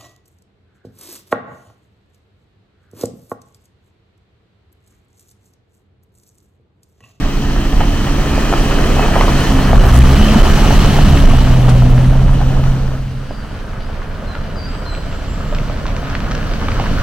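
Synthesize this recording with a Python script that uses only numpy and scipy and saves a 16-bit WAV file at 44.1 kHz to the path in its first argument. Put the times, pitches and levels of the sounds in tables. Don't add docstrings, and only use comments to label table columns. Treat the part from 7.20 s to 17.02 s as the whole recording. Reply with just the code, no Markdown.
import sys
import numpy as np
from scipy import signal
from scipy.fft import rfft, irfft, next_fast_len
from scipy.io import wavfile
from scipy.ndimage import uniform_filter1d, minimum_filter1d

SR = 44100
rng = np.random.default_rng(int(sys.argv[2]) if len(sys.argv) > 2 else 0)


def dump_mix(stems):
    frames = np.atleast_2d(stems).T
    limited = np.clip(frames, -1, 1)
    pcm = np.round(limited * 32767).astype(np.int16)
    wavfile.write(sys.argv[1], SR, pcm)


N = 433062
TIME = np.arange(N) / SR


def from_db(db):
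    return 10 ** (np.asarray(db) / 20)


def rms_one(x):
    return x / np.sqrt(np.mean(x ** 2) + 1e-20)


def curves(rows):
    times, *columns = np.transpose(rows)
    return [np.interp(TIME, times, column) for column in columns]


def swells(rows):
    return sum(db * np.cos(np.pi * np.clip((TIME - s) / length, -.5, .5)) ** 2 for s, length, db in rows)


def at_hz(points, hz):
    f, value = np.transpose(points)
    return np.interp(np.log(hz + 1e-9), np.log(f), value)


def band(x, low_hz, high_hz):
    sos = signal.butter(2, [low_hz, min(high_hz, .45 * SR)], "band", fs=SR, output="sos")
    return signal.sosfilt(sos, x + 1e-18)


def colour(x, peaks):
    for hz, width, db in peaks:
        x = x + (from_db(db) - 1) * signal.lfilter(*signal.iirpeak(hz, hz / width, fs=SR), x)
    return x


def drift(rate_hz):
    r = np.exp(-80 * np.pi * rate_hz / SR)
    slow = signal.lfilter([1], [1, -2 * r, r * r], rng.standard_normal(N // 40 + 2002))[2000:]
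    return np.interp(np.arange(N) / 40, np.arange(len(slow)), rms_one(slow))


def noise(spectrum):
    size = next_fast_len(N, True)
    gain = from_db(at_hz(spectrum, np.fft.rfftfreq(size, 1 / SR)))
    return rms_one(irfft(rfft(rng.standard_normal(size)) * gain, size)[:N])


def whistle(hz, db):
    u = np.linspace(0, 1, len(hz))
    return from_db(db) * 2 * np.sqrt(u * (1 - u)) * np.sin(2 * np.pi * np.cumsum(hz) / SR)


def contacts(per_s, spread_db, clump_db):
    hits = rng.random(N) < per_s * from_db(clump_db * drift(18)) / SR
    return rms_one(hits * from_db(spread_db * np.minimum(rng.exponential(1, N), 4.5)))


def stereo(mid, side, alike):
    return np.sqrt((1 + alike) / 2) * mid + np.sqrt((1 - alike) / 2) * side * np.array([[1], [-1]])


def add(out, s, sound):
    start = int(s * SR)
    out[..., start:start + sound.shape[-1]] += sound[..., :N - start]


def forest(x, t60, wet_db):
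    t = TIME[:SR]
    echoes = rng.standard_normal((2, SR)) * (rng.random((2, SR)) < .05)
    echoes *= from_db(-60 * t / t60) * (t > .004)
    echoes /= np.sqrt(np.sum(echoes ** 2, axis=1, keepdims=True))
    return x + from_db(wet_db) * signal.fftconvolve(x[None], echoes, axes=1)[:, :N]


CLOSEST_S, CLOSEST_M, PASS_M_PER_S = 3.75, 4.08, 2.88
DISSOLVE_S, DISSOLVE_LENGTH_S = 5.44, 0.58
FAR_M, APPROACH_M_PER_S = 34.3, 5.8


def far_share():
    return np.clip((TIME - DISSOLVE_S) / DISSOLVE_LENGTH_S, 0, 1)


def rear_share():
    along_m = PASS_M_PER_S * (TIME - CLOSEST_S)
    return .5 + .5 * along_m / np.hypot(CLOSEST_M, along_m)


def nearness_db():
    passing_m = np.hypot(CLOSEST_M, PASS_M_PER_S * (TIME - CLOSEST_S))
    far_m = np.maximum(FAR_M - APPROACH_M_PER_S * (TIME - DISSOLVE_S), CLOSEST_M)
    far = far_share()
    return 20 * np.log10(CLOSEST_M * ((1 - far) / passing_m + far / far_m))


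# frequency in Hz, relative density in dB.
AIR_SPECTRUM = [(10, -31), (18, 1), (26, 3), (38, 0), (55, -11), (80, -33), (160, -72)]
# middle and length in seconds, rumble boost in dB.
GUSTS = [(.6, 0.35, 5.5), (2.57, 0.22, 6), (2.78, 0.23, 4), (3.23, 0.13, 6), (3.87, 0.13, 6.5),
         (4.09, 0.29, 4.5), (8.35, 0.43, 5), (9.78, 0.19, 3)]


def air_rumble(near_db, level_db=-9.5, far_db=-3.5, follows=0.71, evenness=0.51):
    buffeting = noise(AIR_SPECTRUM)
    envelope = np.sqrt(uniform_filter1d(buffeting ** 2, SR // 8) + 1e-6)
    db = level_db + follows * near_db + far_db * far_share() + swells(GUSTS)
    balance_db = np.array([[-1.1], [1.0]])
    return from_db(db + balance_db) * rms_one(buffeting / envelope ** evenness)


# start and length in seconds, first, middle and last pitch in Hz, level in dB.
BIRD_NOTES = [(6.072, 0.17, 5180, 4720, 4700, -48), (6.582, 0.095, 4600, 4830, 5070, -50.5),
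              (7.065, 0.081, 4200, 4090, 3960, -41.5), (7.354, 0.14, 4970, 4670, 5000, -36),
              (7.484, 0.14, 7100, 7900, 7850, -53), (7.649, 0.09, 4150, 4130, 3950, -34.5),
              (7.693, 0.098, 8100, 7760, 7700, -47), (7.891, .1, 7300, 7440, 7710, -52),
              (8.074, 0.093, 7650, 7460, 7650, -46), (8.25, 0.13, 7400, 7340, 7700, -52)]


def birds():
    out, wobble = np.zeros(N), drift(43)
    for s, length, first, middle, last, db in BIRD_NOTES:
        u = np.linspace(0, 1, int(length * SR))
        hz = np.polyval(np.polyfit([0, .5, 1], [first, middle, last], 2), u)
        quaver = np.interp(middle, [4500, 7500], [.0035, .013]) * wobble[int(s * SR):][:len(u)]
        add(out, s, whistle(hz * (1 + quaver), db))
    return forest(out, t60=1.1, wet_db=-1.0)


# pitch in Hz, relative level in dB.
HUM_LINES = [(124, -13), (153, -15.5), (215, -11.5), (275, -17.5)]


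def far_engine(level_db, width_hz=3.6):
    hum = np.zeros(N)
    for hz, db in HUM_LINES:
        phase = 2 * np.pi * hz * TIME
        hum += from_db(db) * (drift(width_hz) * np.sin(phase) + drift(width_hz) * np.cos(phase))
    return far_share() * from_db(level_db) * hum


# start and length in seconds, pitch in Hz, relative level in dB.
GEAR_SQUEAKS = [(0.565, .09, 3000, -31), (0.724, 0.09, 3020, -33), (.95, 0.55, 2460, -36),
                (1.252, 0.38, 3130, -37), (1.43, .16, 2960, -34), (1.775, 0.1, 2575, -28.5),
                (2.226, .08, 4250, -38), (2.41, .08, 4280, -33), (2.85, 0.073, 2550, -31),
                (2.83, 0.5, 3020, -30.5), (3.45, 0.4, 2980, -31.5), (4.1, 0.3, 2970, -35.5)]


def squeaks(level_db=-1.5, quaver=0.0065, flutter_db=3.5):
    out, wobble = np.zeros(N), 1 + quaver * drift(80)
    for s, length, hz, db in GEAR_SQUEAKS:
        add(out, s, whistle(hz * wobble[int(s * SR):][:int(length * SR)], db + level_db))
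    flutter = rms_one(from_db(flutter_db * drift(25)))
    return forest(out * flutter, t60=0.23, wet_db=-9.0)


# start, rise and 60 dB decay in seconds, low and high edge in Hz,
# relative level in dB.
FIZZ_BURSTS = [(2.635, .03, .22, 12500, 15000, -30), (2.715, .045, .33, 5500, 15500, -26),
               (2.87, .04, .7, 9000, 15000, -37.5), (3.29, .07, .6, 11000, 14500, -36.5),
               (3.96, .035, .3, 6000, 12000, -37), (4.491, .002, .09, 4000, 10500, -26),
               (4.69, .015, .15, 11000, 15500, -40), (5.12, .015, .15, 6500, 11000, -44)]


def fizz(level_db=-1.0):
    out, t = np.zeros((2, N)), TIME[:SR // 2]
    grains = contacts(per_s=2000, spread_db=1.5, clump_db=1.0) * rng.standard_normal((2, N))
    for s, rise, t60, low_hz, high_hz, db in FIZZ_BURSTS:
        burst = rms_one(band(grains[:, int(s * SR):][:, :len(t)], low_hz, high_hz))
        envelope = np.minimum(t / rise, 1) * from_db(-60 * np.maximum(t - rise, 0) / t60)
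        add(out, s, from_db(db + level_db) * envelope * burst)
    return out


def suspension_thud(start_s=3.158, hz=222, level_db=4, t60=0.11):
    t = np.maximum(TIME - start_s, 0)
    return from_db(level_db - 60 * np.minimum(t / t60, 10)) * np.sin(2 * np.pi * hz * t)


# frequency in Hz, relative density in dB.
NEAR_ROAR_SPECTRUM = [(45, -12), (65, 9), (105, 0), (160, -1), (240, -4.5), (300, -14), (380, -23),
                      (520, -66.5)]
FAR_ROAR_SPECTRUM = [(45, -10), (70, 8), (100, 4), (150, 1), (220, -3), (285, -6), (335, -16), (520, -43.5)]


def tyre_roar(level_db, far_db=1.8, behind_db=0.8):
    near, far = (stereo(noise(spectrum), noise(spectrum), alike=0.92)
                 for spectrum in (NEAR_ROAR_SPECTRUM, FAR_ROAR_SPECTRUM))
    near *= (1 - far_share()) * from_db(behind_db * rear_share())
    far *= far_share() * from_db(far_db)
    return from_db(level_db) * (near + far)


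def flung_grit(level_db):
    hits = contacts(per_s=260, spread_db=3.0, clump_db=4.0) * rng.choice([-1, 1], N)
    ticks = rms_one(band(hits, low_hz=4500, high_hz=14000))
    return forest((1 - far_share()) * from_db(level_db) * ticks, t60=.04, wet_db=2.5)


def breaking_grit(x, bright_db):
    burst = signal.sosfilt(signal.butter(6, [700, 6200], "band", fs=SR, output="sos"), x + 1e-18)
    body = signal.lfilter(*signal.butter(2, 3000, fs=SR), burst)
    return body + from_db(bright_db) * (burst - body)


def far_crackle(level_db):
    hits = contacts(per_s=140, spread_db=3.5, clump_db=2.5)
    ticks = rms_one(breaking_grit(hits, bright_db=-24.0))
    return forest(far_share() * from_db(level_db) * ticks, t60=0.23, wet_db=3.0)


# start in seconds, dry peak in dB, bright edge in dB, ring in Hz.
GRIT_SNAPS = [(2.0103, -14, -12, 2200), (2.8194, -10, -17, 2000), (3.6528, -9, -12, 3000),
              (3.973, -8, -16, 2800), (4.4919, -12, -6, 1400), (4.779, -14, -25, 1400),
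              (5.439, -15, -30, 1300), (7.7504, -17, -10, 3000), (7.928, -21, -12, 3000),
              (8.349, -12.5, -2, 3800), (8.386, -17, -7, 2400), (8.6658, -14.5, -4, 2000),
              (8.7655, -15, -5, 1600), (8.9003, -16, -6, 1600), (8.9518, -7.5, -9, 1600),
              (9.004, -15, -9, 1600), (9.1125, -12.5, -2, 1400), (9.118, -12, -6, 1350),
              (9.151, -13.5, -2, 1400), (9.1783, -17, -1, 1600), (9.229, -18, -10, 1570),
              (9.337, -12.5, -3, 1600), (9.486, -12, -18, 1400), (9.5183, -13, -12, 2200),
              (9.5984, -14, -1, 2600), (9.6672, -16, -12, 1600)]


def grit_snaps(t60=0.014, crumble_db=-19.0, ring_db=9.0, ring_q=2.5):
    out, t = np.zeros(N), TIME[:SR // 20]
    click = t == 0
    for s, db, bright_db, hz in GRIT_SNAPS:
        crumble = rng.standard_normal(len(t)) * from_db(crumble_db - 60 * t / t60)
        snap = colour(breaking_grit(click + crumble, bright_db), [(hz, hz / ring_q, ring_db)])
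        add(out, s, from_db(db) * snap / np.abs(snap).max())
    return forest(out, t60=0.16, wet_db=-7.0)


# start in seconds, dry peak in dB, ring in Hz.
STONE_KNOCKS = [(0.363, -10.5, 800), (0.606, -7, 750), (0.611, -6, 835), (1.179, -3, 680), (1.327, -2, 744),
                (1.337, -0.5, 760), (1.794, -3, 750), (1.884, -7, 840), (1.963, -2, 780), (2.0105, 2, 1140),
                (2.081, -5, 1000), (2.531, 2, 670), (2.636, -4, 700), (2.669, -7, 802), (2.996, -10, 730),
                (3.145, -7.5, 890), (3.221, -7, 620), (3.507, -1.5, 870), (3.788, -4.5, 746),
                (4.039, -10, 620), (4.109, -7, 1170), (4.337, -8, 670), (4.482, -8, 900), (4.487, -8, 760),
                (4.621, -12, 720), (4.952, -16, 597), (5.082, -15, 950), (5.092, -15, 1000),
                (5.206, -12.5, 760), (5.214, -11.5, 780), (5.394, -16, 620), (5.717, -19, 565),
                (6.108, -16, 546), (6.533, -22, 1250), (6.7, -21, 589), (6.819, -20, 1200),
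                (7.025, -20, 571), (7.152, -14, 1400), (7.367, -19, 581), (7.663, -20, 1080),
                (7.989, -21, 643), (8.326, -11, 560), (8.498, -15.5, 640), (8.655, -15, 1136),
                (8.829, -17, 661), (9.484, -13, 1250), (9.598, -10, 780)]
# multiple of the ring pitch, relative level in dB, base t60 in seconds.
STONE_MODES = [(.68, -1, .01), (1, 4, .017), (1.35, -1, .008), (1.8, -5, .011), (2.6, -22, .005)]


def stone_knocks(rebound_db=-11.0, rebound_s=.009, scrape_db=-5.5, scrape_t60=0.015, linger=0.5):
    out, t = np.zeros(N), TIME[:SR // 10]
    for s, db, hz in STONE_KNOCKS:
        stretch = 1 + linger * rear_share()[int(s * SR)]
        for delay, drop_db in ((0, 0), (rebound_s * rng.uniform(0.473, 1.5), rebound_db)):
            knock = np.zeros(len(t))
            for ratio, mode_db, t60 in STONE_MODES:
                envelope = from_db(mode_db + 1.5 * rng.normal() - 60 * t / (t60 * stretch))
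                mode_hz = hz * ratio * (1 + 0.05 * rng.normal())
                knock += envelope * np.sin(2 * np.pi * mode_hz * t) * rng.choice([-1, 1])
            scrape = rms_one(band(rng.standard_normal(len(t)), 0.44 * hz, 2.0 * hz))
            knock += from_db(scrape_db - 60 * t / scrape_t60) * scrape
            add(out, s + delay, from_db(db + drop_db) * knock / np.abs(knock).max())
    return forest(out, t60=0.27, wet_db=-8.0)


def pebbles(level_db, low_hz, high_hz, cycles, per_s, spread_db):
    pitches = np.geomspace(low_hz, high_hz, num=24)
    hits = contacts(per_s, spread_db, clump_db=4.0)
    pitch_index = rng.integers(0, len(pitches), N)
    out = np.zeros(N)
    for k, hz in enumerate(pitches):
        r, w = from_db(-60 * hz / (cycles * SR)), 2 * np.pi * hz / SR
        strikes = hits * (pitch_index == k) + 1e-18
        out += signal.lfilter([0, np.sin(w)], [1, -2 * r * np.cos(w), r * r], strikes)
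    return forest(from_db(level_db) * rms_one(out), t60=0.11, wet_db=-2.5)


# frequency in Hz, relative density in dB.
MAIN_TONE = [(210, -34), (350, -4.5), (613, 0), (720, -1.5), (914, -7), (1120, -12), (1880, -16.5),
             (2980, -15.5), (3390, -20), (6130, -29), (10100, -30.5), (13000, -28), (16000, -37)]
APPROACH_TINT = [(210, -29), (350, 3.5), (522, -20), (664, -10.5), (885, -6.5), (1240, -3), (1450, -8.5),
                 (1850, -12.5), (2270, -17), (3030, -13), (3560, -18), (6030, -23.5), (10100, -29),
                 (15000, -28.5), (16000, -40)]
PAST_TINT = [(210, -37), (350, -5), (400, 7), (514, 3), (664, -15), (1020, -4.8), (1550, -5), (2270, -35),
             (2940, -13), (3620, -16.5), (6130, -18), (6970, -22.5), (11600, -21), (13400, -40),
             (16000, -46)]
# time in seconds, position (0 approach tint, 1 main tone, 2 past tint).
TONE_BLEND = [(3.8, 0.64), (4.5, 1.04), (5.55, 1.26), (6.05, 1.2)]
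# frequency in Hz, left-right likeness (1 is mono).
GRAVEL_LIKENESS = [(300, 1), (600, 0.71), (1200, 0.72), (2500, 0.88), (5000, 0.16), (8500, 0.22),
                   (13000, 0.54)]


def gravel(crunch_db, hiss_db, low_grain=0.36, high_grain=0.084, dust_grain=0.056, patchy_db=1.0):
    edges = np.geomspace(330, 16500, 18)
    centres, widths = np.sqrt(edges[1:] * edges[:-1]), np.diff(edges)
    fine = np.clip(np.log2(centres / 1600), 0, 1)
    blend, tones = curves(TONE_BLEND)[0], []
    for spectrum in (APPROACH_TINT, MAIN_TONE, PAST_TINT):
        power = from_db(at_hz(spectrum, centres)) ** 2 * widths
        coarse_rms, fine_rms = np.sqrt(power[1:8].sum()), np.sqrt(power[9:].sum())
        tones.append(np.sqrt(power) / (coarse_rms ** (1 - fine) * fine_rms ** fine))
    hits = contacts(per_s=600, spread_db=2.0, clump_db=4.0)
    out = np.zeros((2, N))
    for k, hz in enumerate(centres):
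        grain = at_hz([(800, low_grain), (4500, high_grain), (9000, dust_grain)], hz)
        strength = np.sqrt(1 - grain + grain * hits ** 2)
        mid, side = band(strength * rng.standard_normal((2, N), dtype=np.float32), *edges[k:k + 2])
        db = crunch_db * (1 - fine[k]) + hiss_db * fine[k] + patchy_db * drift(20.5)
        gain = np.interp(blend, [0, 1, 2], [tone[k] for tone in tones])
        out += from_db(db) * gain * rms_one(stereo(mid, side, at_hz(GRAVEL_LIKENESS, hz)))
    return out


# time in seconds, crunch and sand hiss as relative levels in dB.
GRAVEL_FADERS = [(0.0, -30.5, -37.5), (0.22, -30.5, -37), (1.42, -24.5, -32.5), (1.94, -21, -32.5),
                 (2.24, -23.5, -31), (2.6, -21.5, -34.5), (3.01, -23, -30), (3.2, -20, -29.5),
                 (3.66, -22, -29), (4.67, -27, -38.5), (4.95, -28, -42), (5.52, -29.5, -41.5),
                 (5.85, -39, -47.5), (6.86, -35, -50), (7.71, -33, -46), (7.99, -34, -44.5),
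                 (8.83, -31, -44), (9.82, -28, -36.5)]
# centre in Hz, width in Hz, gain in dB.
CRUNCH_EQ = [(683, 38, 2.5), (1270, 220, 3.5), (1756, 250, 3.5), (2550, 32, 2.5), (2980, 64, 4),
             (3050, 80, 1.5), (4240, 260, 3.5), (5940, 950, 5), (7850, 190, 3.5)]
FOLIAGE_EQ = [(790, 210, -4.5), (1500, 500, 4), (2200, 380, 0.5), (4700, 900, 3.5), (9300, 16300, -4),
              (13100, 5100, -5.5)]
AHEAD_EQ = [(400, 115, 4.5), (1870, 210, 3), (2200, 198, -1), (2580, 25, 3.5), (3120, 37, 3.5),
            (3280, 130, 2), (3550, 630, -2.5)]


def tyres(roar_db):
    crunch_db, hiss_db = curves(GRAVEL_FADERS)
    stones = pebbles(crunch_db - 8.0, low_hz=474, high_hz=1520, cycles=9.3, per_s=100, spread_db=2.8)
    chips = pebbles(hiss_db - 10.5, low_hz=1692, high_hz=4600, cycles=86, per_s=170, spread_db=1.5)
    crunch = gravel(crunch_db, hiss_db + 3.5) + stones + chips + flung_grit(hiss_db - 18.5)
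    crunch = colour(crunch, CRUNCH_EQ)
    foliage_tint = far_share() * (colour(crunch, FOLIAGE_EQ) - crunch)
    ahead_tint = (1 - rear_share()) ** 2 * (colour(crunch, AHEAD_EQ) - crunch)
    rolling = tyre_roar(roar_db) + crunch + foliage_tint + ahead_tint + far_crackle(crunch_db - 13.5)
    return rolling + stone_knocks() + grit_snaps()


def exhaust_boom_db(hz, resonance_hz=123.8, width_hz=14.2, peak_db=8):
    return peak_db / (1 + (2 * (hz - resonance_hz) / width_hz) ** 2)


# time in seconds, firings per second.
FIRING_RATE = [(0.0, 70.3), (1.0, 71.8), (1.9, 70.4), (2.25, 67.8), (2.4, 65.8), (2.55, 62.3), (2.68, 60.2),
               (2.8, 62.3), (3.0, 69.8), (3.15, 71.5), (3.8, 72.6), (4.0, 68.5), (4.25, 64.3), (4.5, 62.1),
               (4.7, 62.2), (5.0, 65.0), (5.3, 65.7), (6.2, 64.8)]
# multiple of the firing rate, relative level in dB from the front, from behind.
FIRING_ORDERS = [(1, -20.5, -21), (2, -18.5, -13), (3, -22.5, -27.5), (4, -17.5, -29)]
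# multiple of the firing rate, relative level in dB.
UNEVEN_LINES = [(1.75, -4), (2.5, -5), (2.75, -0.5), (3.25, 1), (3.75, 0), (4.5, -4), (4.75, -3),
                (6, -10.5)]
SWELLS_BY_ORDER = {1: [(2.8, 0.91, 17), (4.05, 0.79, 6)], 2: [(2.88, 0.36, 6), (3.35, 0.55, -7.5),
                   (4.75, 1, 2.5)], 3: [(3.06, 0.44, 14.5)], 4: [(1.98, 0.91, -15), (2.37, 0.38, 5),
                   (3.35, 0.89, -9.5), (4.2, 0.52, 3.5), (4.72, 0.55, 9.5)]}
COASTING_DIP = [(2.6, 1, -4)]


def engine(jitter=0.0019, uneven_front_db=-21.7, uneven_behind_db=-35, uneven_waver_db=3.0, fade_s=.089):
    firing_hz = curves(FIRING_RATE)[0] * (1 + jitter * drift(7.5))
    phase = 2 * np.pi * np.cumsum(firing_hz) / SR
    out, rear = np.zeros(N), rear_share()
    for order, front_db, behind_db in FIRING_ORDERS:
        db = front_db + (behind_db - front_db) * rear
        db += exhaust_boom_db(order * firing_hz) + swells(SWELLS_BY_ORDER[order])
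        waver_db = 2.5 if order > 2 else 1.0
        out += from_db(db + waver_db * drift(10.0)) * np.sin(order * phase)
    uneven_db = uneven_front_db + (uneven_behind_db - uneven_front_db) * rear + swells(COASTING_DIP)
    for multiple, db in UNEVEN_LINES:
        gain = from_db(uneven_db + db + uneven_waver_db * drift(8.8))
        out += gain * np.sin(multiple * phase + rng.uniform(0, 2 * np.pi))
    fade_out = np.clip(1 - (TIME - DISSOLVE_S - DISSOLVE_LENGTH_S) / fade_s, 0, 1)
    return np.sqrt(2) * fade_out * out


# time in seconds, lag of the left microphone in milliseconds.
LEFT_LAG = [(0, -0.066), (2.3, -0.043), (3.1, 0.032), (4.7, 0.031), (5.2, -0.056), (5.7, -0.049),
            (6.1, 0.0039), (9.8, 0.065)]


def panned(pair):
    lag, n = curves(LEFT_LAG)[0] * SR / 1000, np.arange(N)
    moved = np.array([np.interp(n - side * lag / 2, n, x) for side, x in zip((1, -1), pair)])
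    return pair + signal.sosfiltfilt(signal.butter(6, 11000, fs=SR, output="sos"), moved - pair)


def scene(gust_share=0.43, roar_follows=0.98):
    near_db = nearness_db()
    roar_db = roar_follows * near_db + gust_share * swells(GUSTS)
    mix = tyres(roar_db - 14.0) + suspension_thud() + fizz()
    mix += from_db(near_db - 2.5) * engine() + far_engine(roar_db - 15.5)
    mix += squeaks() + air_rumble(near_db)
    return panned(mix) + birds()


# centre in Hz, width in Hz, gain in dB.
MICROPHONE_EQ = [(12300, 3300, -6.5), (15300, 2400, -6.5)]


def record(dry, threshold=1.8, cutoff_hz=15900):
    heard = colour(dry, MICROPHONE_EQ)
    limiter_gain = np.minimum(1, threshold / (np.abs(heard).max(axis=0) + 1e-9))
    held = heard * uniform_filter1d(minimum_filter1d(limiter_gain, size=700), size=700)
    rounded = held / (1 + held ** 8) ** (1 / 8)
    return signal.sosfilt(signal.ellip(10, .1, 70, cutoff_hz, fs=SR, output="sos"), rounded)


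dry = scene()
out = record(dry)
dump_mix(out)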